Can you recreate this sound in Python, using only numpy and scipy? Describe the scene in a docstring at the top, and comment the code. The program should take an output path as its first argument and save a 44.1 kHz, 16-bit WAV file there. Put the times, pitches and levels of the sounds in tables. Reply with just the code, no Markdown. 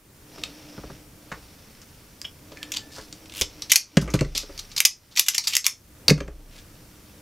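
"""Hand wire strippers on a workbench, small quiet room: soft taps and a dragged cord over steady hiss first.
From about 2.2 s a loose part pings, slips scrape and clicks gather; at 3.3 s ticks quicken as the jaws bite.
A low jolt, hard snaps and a thin spring ring follow; knocks cluster near 4 s, rattling snaps up to 5.7 s.
At 6.1 s the tool drops and rings; one scrape follows. Steel and wood are decaying modes, friction is shaped
noise; room tails are added and gain control ducks the whole mix after loud hits."""
import sys
import numpy as np
from scipy import signal
from scipy.io import wavfile
from scipy.ndimage import uniform_filter1d

SR = 44100
rng = np.random.default_rng(int(sys.argv[2]) if len(sys.argv) > 2 else 0)


def wrap_up_sound(samples):
    """Save the sound to the file named by the first command line argument, as 16-bit audio."""
    columns = np.atleast_2d(samples).T
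    # keep every value between -1 and 1, then stretch to whole-number steps
    tamed = np.clip(columns, -1, 1)
    steps = np.round(tamed * 32767).astype(np.int16)
    wavfile.write(sys.argv[1], SR, steps)


N = 317961

# steel parts striking: t/s, level/dB, brightest ring f/Hz, chatter t60/s
CLICK_ROWS = [(0.381, -39, 3480, 0.15), (0.4361, -13.5, 2550, 0.018), (1.317, -23.5, 1210, 0.066),
              (1.816, -35.5, 5240, 0.055), (2.216, -17.5, 5000, 0.0057), (2.5188, -34.5, 2970, 0.039),
              (2.5722, -30, 2140, 0.013), (2.629, -15.5, 2980, 0.028), (2.719, -16.5, 5560, 0.022),
              (2.738, -17.5, 3100, 0.053), (2.7624, -18.5, 3080, 0.066), (2.768, -10.5, 3200, 0.018),
              (3.126, -24, 4700, 0.025), (3.4122, -4, 6050, 0.016), (3.418, -4, 3350, 0.019),
              (3.621, -16, 3900, 0.023), (3.697, -13.5, 3480, 0.23), (3.7178, 7.5, 5500, 0.034),
              (3.734, 3, 4200, 0.032), (3.758, 11, 5040, 0.024), (3.97, -1, 1980, 0.023),
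              (4.013, -15.5, 4960, 0.079), (4.076, -21, 1590, 0.063), (4.101, -19, 4900, 0.1),
              (4.138, -4.5, 2380, 0.062), (4.1529, -16.5, 2340, 0.03), (4.19, -11.5, 2060, 0.05),
              (4.209, -9, 2200, 0.013), (4.248, -25.5, 1770, 0.016), (4.35, -13, 3620, 0.19),
              (4.3765, -4, 5200, 0.02), (4.4034, -27.5, 6340, 0.06), (4.577, -23.5, 4540, 0.034),
              (4.5907, -18, 3860, 0.035), (4.716, -30, 3940, 0.053), (4.764, -12.5, 4350, 0.036),
              (4.777, -7.5, 4170, 0.057), (4.8036, 5.5, 5700, 0.0084), (4.851, 9, 5050, 0.047),
              (5.113, -33.5, 3600, 0.15), (5.155, -28, 4000, 0.026), (5.162, -15.5, 5860, 0.052),
              (5.172, -7, 4450, 0.12), (5.1735, -7.5, 2370, 0.047), (5.1943, 10, 5240, 0.025),
              (5.2622, -10.5, 5760, 0.077), (5.2843, 5, 5540, 0.022), (5.336, -18.5, 3000, 0.027),
              (5.345, -6, 5000, 0.066), (5.3489, -6, 6200, 0.021), (5.3807, 1.5, 4600, 0.018),
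              (5.439, -18, 4180, 0.095), (5.4718, -4, 3920, 0.034), (5.4795, -5.5, 5140, 0.027),
              (5.4968, -15, 6240, 0.16), (5.5255, -20, 2500, 0.039), (5.5344, -8, 3150, 0.05),
              (5.5522, -0.5, 5750, 0.015), (5.5674, 9.5, 5280, 0.0063), (5.6429, -9.5, 4040, 0.081),
              (5.6539, -8, 5930, 0.13), (5.6656, 9.5, 5080, 0.012), (5.68, -10, 6050, 0.023),
              (6.0836, -2, 4000, 0.016), (6.1025, 4, 2120, 0.011), (6.1062, -2.5, 4200, 0.037),
              (6.176, -19.5, 2170, 0.076), (6.2047, -15, 1780, 0.015), (6.2782, -27.5, 1770, 0.024)]
# free ringing as the released tool lands: t/s, level/dB
DROP_ROWS = [(6.0818, 4.5), (6.084, 2), (6.0966, 3)]
# free modes of the whole tool: f/Hz, level/dB, t60/s
TOOL_MODES = [(2800, 0.5, 0.027), (3800, -4.5, 0.029), (4370, 9.5, 0.02), (4453, 2.5, 0.043),
              (4860, 8, 0.018)]
# nudges of a small loose part: t/s, level/dB
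PING_ROWS = [(2.2448, -29.5), (2.2499, -21)]
# modes of the loose part: f/Hz, level/dB, t60/s
PART_MODES = [(2972, 0, .018), (3187, -1, .018), (5303, -9, .02)]
# return spring let go by a snap: t/s, level/dB
SPRING_ROWS = [(3.761, -41), (6.1, -40)]
# jaws or fingers slipping on insulation:
# start t/s, strongest t/s, end t/s, level/dB, centre f/Hz, width/Hz, mean rate/(slips/s)
SCRAPE_ROWS = [(2.556, 2.567, 3.14, -55.5, 1753, 60, 300), (2.89, 2.946, 3.12, -47, 4500, 2520, 340),
               (2.96, 2.964, 3.04, -45.5, 890, 895, 730), (3.31, 3.4, 3.434, -43, 7260, 8000, 9000),
               (6.485, 6.565, 6.66, -53, 3050, 3520, 410)]
# blows on the bench top: t/s, level/dB, upper modes re lower modes/dB
KNOCK_ROWS = [(0.376, -36, 6), (0.777, -30.5, -8.5), (0.834, -28.5, 3.5), (0.897, -32.5, -1),
              (1.314, -29.5, -6), (2.516, -37.5, 3), (2.979, -34, 1), (3.411, -23, 8), (3.969, 7.5, -11),
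              (4.018, -6.5, -41), (4.074, -19.5, 9), (4.139, -1.5, -10), (4.21, -3, -7), (4.347, -31, 5),
              (4.43, -35, 8), (4.491, -35, 30), (6.085, -9, -2), (6.106, 5.5, -6), (6.176, -17, -7),
              (6.205, -13, 4), (6.278, -22, -1.5)]
# wooden top, two lower modes first: f/Hz, level within its group/dB, t60/s
BENCH_MODES = [(152, 2, 0.1), (186, 6, 0.051), (299, -7, 0.053), (405, -10.5, 0.075), (524, -3, 0.036),
               (605.4, -7.5, 0.036)]
# bench frame, a beating pair lowest: f/Hz, level/dB, t60/s
FRAME_MODES = [(28.76, -7, 0.78), (30.42, -4.5, 1.7), (56.6, 9.5, 0.48)]
# cord drag: t/s, rubbing level/dB, bench hum level/dB
DRAG_POINTS = [(.1, -82, -78), (.35, -49.5, -47.5), (.95, -53, -53), (1.1, -69, -59), (1.352, -55, -52.5),
               (1.85, -59, -76), (2.4, -61.5, -61), (2.55, -56.5, -49), (3.1, -58, -55.5),
               (3.5, -52, -51.5), (3.9, -51.5, -59), (4.05, -50.5, -31), (4.5, -51, -66),
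               (4.7, -53.5, -100), (6.0, -72.5, -58.5), (6.201, -61.5, -40.5), (6.501, -61.5, -59)]
# rub spectrum: f/Hz, relative level per Hz/dB
RUB_SPECTRUM = [(1000, -0.5), (2400, -5), (3900, -1.5), (5500, 1.5), (7000, -15), (10000, -40)]
# narrow rings in the rub: f/Hz, width/Hz, level/dB
RUB_RING_BANDS = [(5540, 180, -7.5), (2300, 820, -6)]
# bench hum under the drag: f/Hz, width/Hz, relative level/dB
HUM_BANDS = [(303.4, 17, 9.5), (473, 160, 5)]
# hiss spectrum: f/Hz, relative level per Hz/dB
HISS_SPECTRUM = [(25, -26), (50, 7.5), (200, -2), (600, -12), (700, -18), (1000, -14.5), (3300, -21),
                 (6000, -20.5), (15500, -21.5), (16000, -41)]
# room decay: f/Hz, t60/s
ROOM_DECAY = [(300, 0.22), (1500, 0.17), (3000, 0.15), (5500, 0.19), (9000, 0.15), (14000, 0.1)]
# thin steady dips in the output: f/Hz, width/Hz, depth/(0-1)
DIPS = [(1055, 50, .6), (3950, 70, .75), (7750, 70, .55)]

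# click rules: dB at 0 dB strength, dB per dB of strength, dB per octave above MID_HZ
EDGE_RULE, DULL_RULE, MID_HZ = (-8.5, 0.21, 5.8), (-22.5, -0.23, -3.5), 4550
JAW_MODE_COUNT, JAW_SPREAD_OCTAVES, JAW_T60_S = 18, 0.45, 0.007  # damped by the grip
RING_DB_PER_OCTAVE, RING_HZ = 12.0, 2700  # lower clicks ring the jaws less
SPOT_MIN_WIDTH_HZ = 1500  # low clicks are broad, not tuned
CHATTER_RISE_S, CHATTER_SPREAD_DB = 0.0006, 3.8
# change when a click coincides with a firm blow: top edge, dull knock, jaw ring
ON_BENCH_DB, FIRM_BLOW_DB, COINCIDE_S = (2.5, 10.5, 3), -23, 0.008

BITE_START_S, BITE_END_S = 3.2575, 3.405
BITE_FIRST_GAP_S, BITE_MIN_GAP_S, BITE_GAP_RATIO = 0.039, 0.0101, 0.65
BITE_DB, BITE_RISE_DB, BITE_HZ, BITE_T60_S = -35.5, 12, 2870, 0.015
BITE_EDGE_DB = 7  # the tearing sheath has a brighter edge
SPRING_HZ, SPRING_T60_S = 8082, 0.2

SLAP_DB, SLAP_DB_PER_DB, SLAP_DECAY_S = -19.5, -0.48, 0.0064  # soft blows are thinner
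SWAY_MAX_DB, SWAY_FULL_BLOW_DB, SWAY_DB_PER_DB = -28, -7.5, 1
JOLT_S, JOLT_DB, JOLT_HZ, JOLT_T60_S = 3.417, -22, 72, 0.07
HISS_DB = -50.5
START_POWER_DB, THRESHOLD_DB, RECOVERY_DB_PER_S = -13.5, -24.5, 54.7
TOP_HZ = 16500


def amp(db):
    """Decibels to amplitude."""
    return 10 ** (np.asarray(db) / 20)


def evened(x):
    """Scale to unit RMS."""
    return x / np.sqrt(np.mean(x ** 2) + 1e-20)


def topped(x):
    """Scale to unit peak."""
    return x / (abs(x).max() + 1e-20)


def read(points, hz):
    """Interpolate a spectrum over log frequency."""
    f, value = np.transpose(points)
    return np.interp(np.log(hz + 1), np.log(f + 1), value)


def add(mix, s, sound):
    """Add a sound in place at s seconds, cut at the end of the mix."""
    part = mix[round(s * SR):][:len(sound)]
    part += sound[:len(part)]


def band(x, lo_hz, hi_hz, order=2):
    """Butterworth band-pass, upper edge held below Nyquist."""
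    edges_hz = [lo_hz, min(hi_hz, 0.49 * SR)]
    return signal.sosfilt(signal.butter(order, edges_hz, "band", fs=SR, output="sos"), x)


def resonate(x, hz, width_hz):
    """Two-pole resonance of gain 1."""
    return signal.lfilter(*signal.iirpeak(hz, hz / max(width_hz, 1), SR), x)


def sine(hz, t):
    return np.sin(2 * np.pi * hz * t)


def decay(t, t60):
    """Exponential fall of 60 dB in t60."""
    return amp(-60 * t / t60)


def rise(t, rise_s):
    return 1 - np.exp(-t / rise_s)


def noise(spectrum, patchy_db):
    """Random short-time spectra of a given colour, levelled by drifting patches."""
    hz = np.fft.rfftfreq(1024, 1 / SR)
    real, imag, patches = rng.standard_normal((N // 256 + 5, 513, 3)).T
    patches = evened(uniform_filter1d(uniform_filter1d(patches, 12, 0), 8, 1))
    spectra = (real + 1j * imag) * amp(read(spectrum, hz)[:, None] + patchy_db * patches)
    return evened(signal.istft(spectra, nperseg=1024, noverlap=768)[1][:N])


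def click(db, hz, t60, landed, bright_db):
    """A sharp contact plus loose-part chatter drives jaw modes, scattered anew by grip and opening."""
    t = np.arange(4096) / SR
    octaves = np.log2(hz / MID_HZ)
    edge_db, dull_db = (a + b * db + c * octaves for a, b, c in (EDGE_RULE, DULL_RULE))
    ring_db = RING_DB_PER_OCTAVE * min(np.log2(hz / RING_HZ), 0)
    edge_db, dull_db, ring_db = np.array([edge_db, dull_db, ring_db]) + landed * np.array(ON_BENCH_DB)

    steps_db = CHATTER_SPREAD_DB * rng.standard_normal(len(t) // 32).repeat(32)
    chatter = rng.standard_normal(len(t)) * amp(steps_db)
    drive = 0.42 * chatter * decay(t, max(t60, 0.003)) * rise(t, CHATTER_RISE_S)
    drive[0] += 1.1  # the contact

    scatter = JAW_SPREAD_OCTAVES * rng.standard_normal((JAW_MODE_COUNT, 1))
    modes_hz = max(hz, RING_HZ) * 2 ** scatter
    jaw_response = decay(t, JAW_T60_S) * sine(modes_hz, t).sum(0)
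    rung = signal.fftconvolve(drive, jaw_response)[:len(t)]
    spot = resonate(drive, hz, max(0.5 * hz, SPOT_MIN_WIDTH_HZ))
    spot = resonate(spot, hz, max(0.59 * hz, SPOT_MIN_WIDTH_HZ))

    steel = 0.24 * amp(ring_db) * topped(band(rung, 0.5 * hz, SR))
    steel = steel + 0.72 * topped(band(spot, 0.5 * hz, SR))
    steel = steel + 0.82 * amp(ring_db) * topped(band(drive, 1960, 6830, order=3))
    steel = topped(steel)
    dull = amp(dull_db) * topped(band(drive * rise(t, 0.0077), 950, 2410, order=3))
    edge = amp(edge_db + bright_db) * topped(band(drive, 8570, 12000))
    return amp(db) * (steel + dull + edge)


def bites():
    """Click rows as jaws bite through the sheath: quickening to a shortest gap, growing louder."""
    s, gap_s, rows = BITE_START_S, BITE_FIRST_GAP_S, []
    while s < BITE_END_S:
        progress = (s - BITE_START_S) / (BITE_END_S - BITE_START_S)
        rows.append((s, BITE_DB + BITE_RISE_DB * progress, BITE_HZ, BITE_T60_S))
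        s += gap_s
        gap_s = max(gap_s * BITE_GAP_RATIO, BITE_MIN_GAP_S)
    return rows


def drop(db, modes, rattle_s):
    """Free modes of a struck part, shaken by a decaying noise rattle; each strike varies."""
    t = np.arange(4096) / SR
    chance = rng.standard_normal((len(modes), 2))
    free = 0
    for (hz, mode_db, t60), (level, tune) in zip(modes, chance):
        free = free + amp(mode_db + 2.2 * level) * decay(t, t60) * sine(hz * (1 + 0.013 * tune), t)
    rattle = rng.standard_normal(len(t)) * np.exp(-t / rattle_s)
    return amp(db) * topped(signal.fftconvolve(free, rattle)[:len(t)])


def spring(db):
    """One thin high mode swells in and decays."""
    t = np.arange(SR // 2) / SR
    return amp(db) * decay(t, SPRING_T60_S) * rise(t, 0.013) * sine(SPRING_HZ, t)


def scrape(start, top, end, db, hz, width_hz, rate):
    """Stick-slip: uneven ticks over a faint rub, coloured by a resonance and a broad band."""
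    phase = np.interp(np.arange(start, end, 1 / SR), [start, top, end], [0, 1, 0])
    swell = np.sin(np.pi / 2 * phase) ** 2
    n = len(swell)
    pressure = amp(3.5 * evened(uniform_filter1d(rng.standard_normal(n), 600)))
    slip_rate = rate * rng.exponential(1, n // 64 + 1).repeat(64)[:n]
    slip_count = np.floor(np.cumsum(slip_rate / SR))
    slips = np.diff(slip_count, prepend=0) * rng.uniform(0.39, 1, n)
    slips = slips + 0.036 * rng.standard_normal(n)
    ringing = resonate(resonate(slips, hz, width_hz), hz, 2 * width_hz)
    broad = width_hz / 10000 * band(slips, 1340, 2 * hz)
    return amp(db) * swell * pressure * evened(ringing + broad)


def knock(db, upper_db):
    """An uneven push over milliseconds slaps and rings the wooden top and sways the frame."""
    t = np.arange(SR) / SR
    rings = []
    for hz, mode_db, t60 in BENCH_MODES:
        detuned_hz = hz * (1 + 0.031 * rng.standard_normal())
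        rings.append(amp(mode_db) * decay(t, t60) * sine(detuned_hz, t))
    u, grit = t[:1500], rng.standard_normal(1500)
    push = u * np.exp(-u / 0.0031) * (1 + 2.1 * grit)
    low = topped(band(signal.fftconvolve(sum(rings[:2]), push)[:len(t)], 110, 700))
    starts = rng.integers(0, 120, len(BENCH_MODES) - 2)  # samples, each upper mode its own
    upper = sum(np.roll(ring, k) for ring, k in zip(rings[2:], starts))
    upper = topped(upper * rise(t, 0.0051) ** 2)
    wood = topped(band(low + amp(upper_db) * upper, 160, 800))

    slap = rng.standard_normal(len(t)) * np.exp(-t / SLAP_DECAY_S) * rise(t, 0.006)
    slap = amp(SLAP_DB + SLAP_DB_PER_DB * db) * topped(band(slap, 500, 1490, order=3))
    sway = sum(amp(d) * decay(t, t60) * sine(hz, t) for hz, d, t60 in FRAME_MODES)
    sway = sway * rise(t, 0.0084) * (1 - t)  # faded out by 1 s
    sway_db = SWAY_MAX_DB + SWAY_DB_PER_DB * min(db - SWAY_FULL_BLOW_DB, 0)
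    return amp(db) * (wood + slap) + amp(sway_db) * sway


def jolt():
    """The cord snaps and jolts the bench: one decaying low sine."""
    t = np.arange(SR // 5) / SR
    return amp(JOLT_DB) * decay(t, JOLT_T60_S) * sine(JOLT_HZ, t)


def drag():
    """Friction grains under the cord, with two rings; the same grains hum the bench."""
    s, *columns = np.transpose(DRAG_POINTS)
    rub_db, hum_db = (np.interp(np.arange(N) / SR, s, c) for c in columns)
    grain = amp(2.0 * evened(uniform_filter1d(rng.standard_normal(N), 200)))
    white = grain * rng.standard_normal(N)
    hum = sum(amp(d) * evened(resonate(white, f, w)) for f, w, d in HUM_BANDS)
    rings = sum(amp(d) * evened(resonate(white, f, w)) for f, w, d in RUB_RING_BANDS)
    rub = evened(evened(grain * noise(RUB_SPECTRUM, patchy_db=1.5)) + rings)
    return amp(rub_db) * rub + amp(hum_db) * evened(hum)


def room(x):
    """Dense tails with per-band decay; three random patterns take turns, so the tail's colour varies."""
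    turn, out = np.arange(N) / SR * 2 * np.pi * 2.3, 0
    for k in range(3):
        burst = rng.standard_normal(SR // 2) * (np.arange(SR // 2) > 150)  # predelay in samples
        hz, t, z = signal.stft(burst, SR, nperseg=128)
        fall = decay(t, read(ROOM_DECAY, hz)[:, None])
        tail = signal.istft(z * fall, SR, nperseg=128)[1]
        share = np.sqrt(2 / 3) * np.cos(turn + k * np.pi / 3)
        out = out + signal.fftconvolve(x * share, tail / np.linalg.norm(tail))[:N]
    return out


def hiss():
    """Steady coloured background noise, slightly patchy."""
    return amp(HISS_DB) * noise(HISS_SPECTRUM, patchy_db=0.6)


def scene():
    """Place all events, add room and background; only some hiss differs between the ears."""
    hits, bench = np.zeros((2, N))
    for s, *row in CLICK_ROWS + bites():
        landed = any(abs(s - blow) < COINCIDE_S and db > FIRM_BLOW_DB for blow, db, _ in KNOCK_ROWS)
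        bright_db = BITE_EDGE_DB * (BITE_START_S <= s < BITE_END_S)
        add(hits, s, click(*row, landed, bright_db))
    for s, db in DROP_ROWS:
        add(hits, s, drop(db, TOOL_MODES, rattle_s=0.00055))
    for s, db in PING_ROWS:
        add(hits, s, drop(db, PART_MODES, rattle_s=0.0042))
    for s, db in SPRING_ROWS:
        add(hits, s, spring(db))
    for row in SCRAPE_ROWS:
        add(hits, row[0], scrape(*row))
    for s, *row in KNOCK_ROWS:
        add(bench, s, knock(*row))
    add(bench, JOLT_S, jolt())

    mid = hits + amp(-8.0) * room(hits) + bench + amp(-12.5) * room(bench) + drag() + hiss()
    side = amp(-5.5) * band(hiss(), 450, SR)
    return np.array([mid + side, mid - side])


def record(dry):
    """Gain control, initially low as after a hit, ducks after loud hits; then dips, clipping, low-pass."""
    power_db = 10 * np.log10(abs(uniform_filter1d((dry ** 2).mean(0), 600)) + 1e-12)
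    power_db[0] = START_POWER_DB
    fall_db = np.arange(N) * RECOVERY_DB_PER_S / SR
    held_db = np.maximum.accumulate(power_db + fall_db) - fall_db  # instant rise, linear fall
    over_db = np.maximum(held_db - THRESHOLD_DB, 0)
    smooth_db = signal.lfilter([0.002], [1, -0.998], over_db, zi=[over_db[0]])[0]
    out = dry / amp(0.5 * smooth_db)  # half the excess is taken off
    for hz, width_hz, depth in DIPS:
        out = out - depth * resonate(out, hz, width_hz)
    low_pass = signal.firwin(511, TOP_HZ, window=("kaiser", 9), fs=SR)
    return signal.oaconvolve(np.clip(out, -1, 1), low_pass[None], "same")


dry = scene()
out = record(dry)
wrap_up_sound(out)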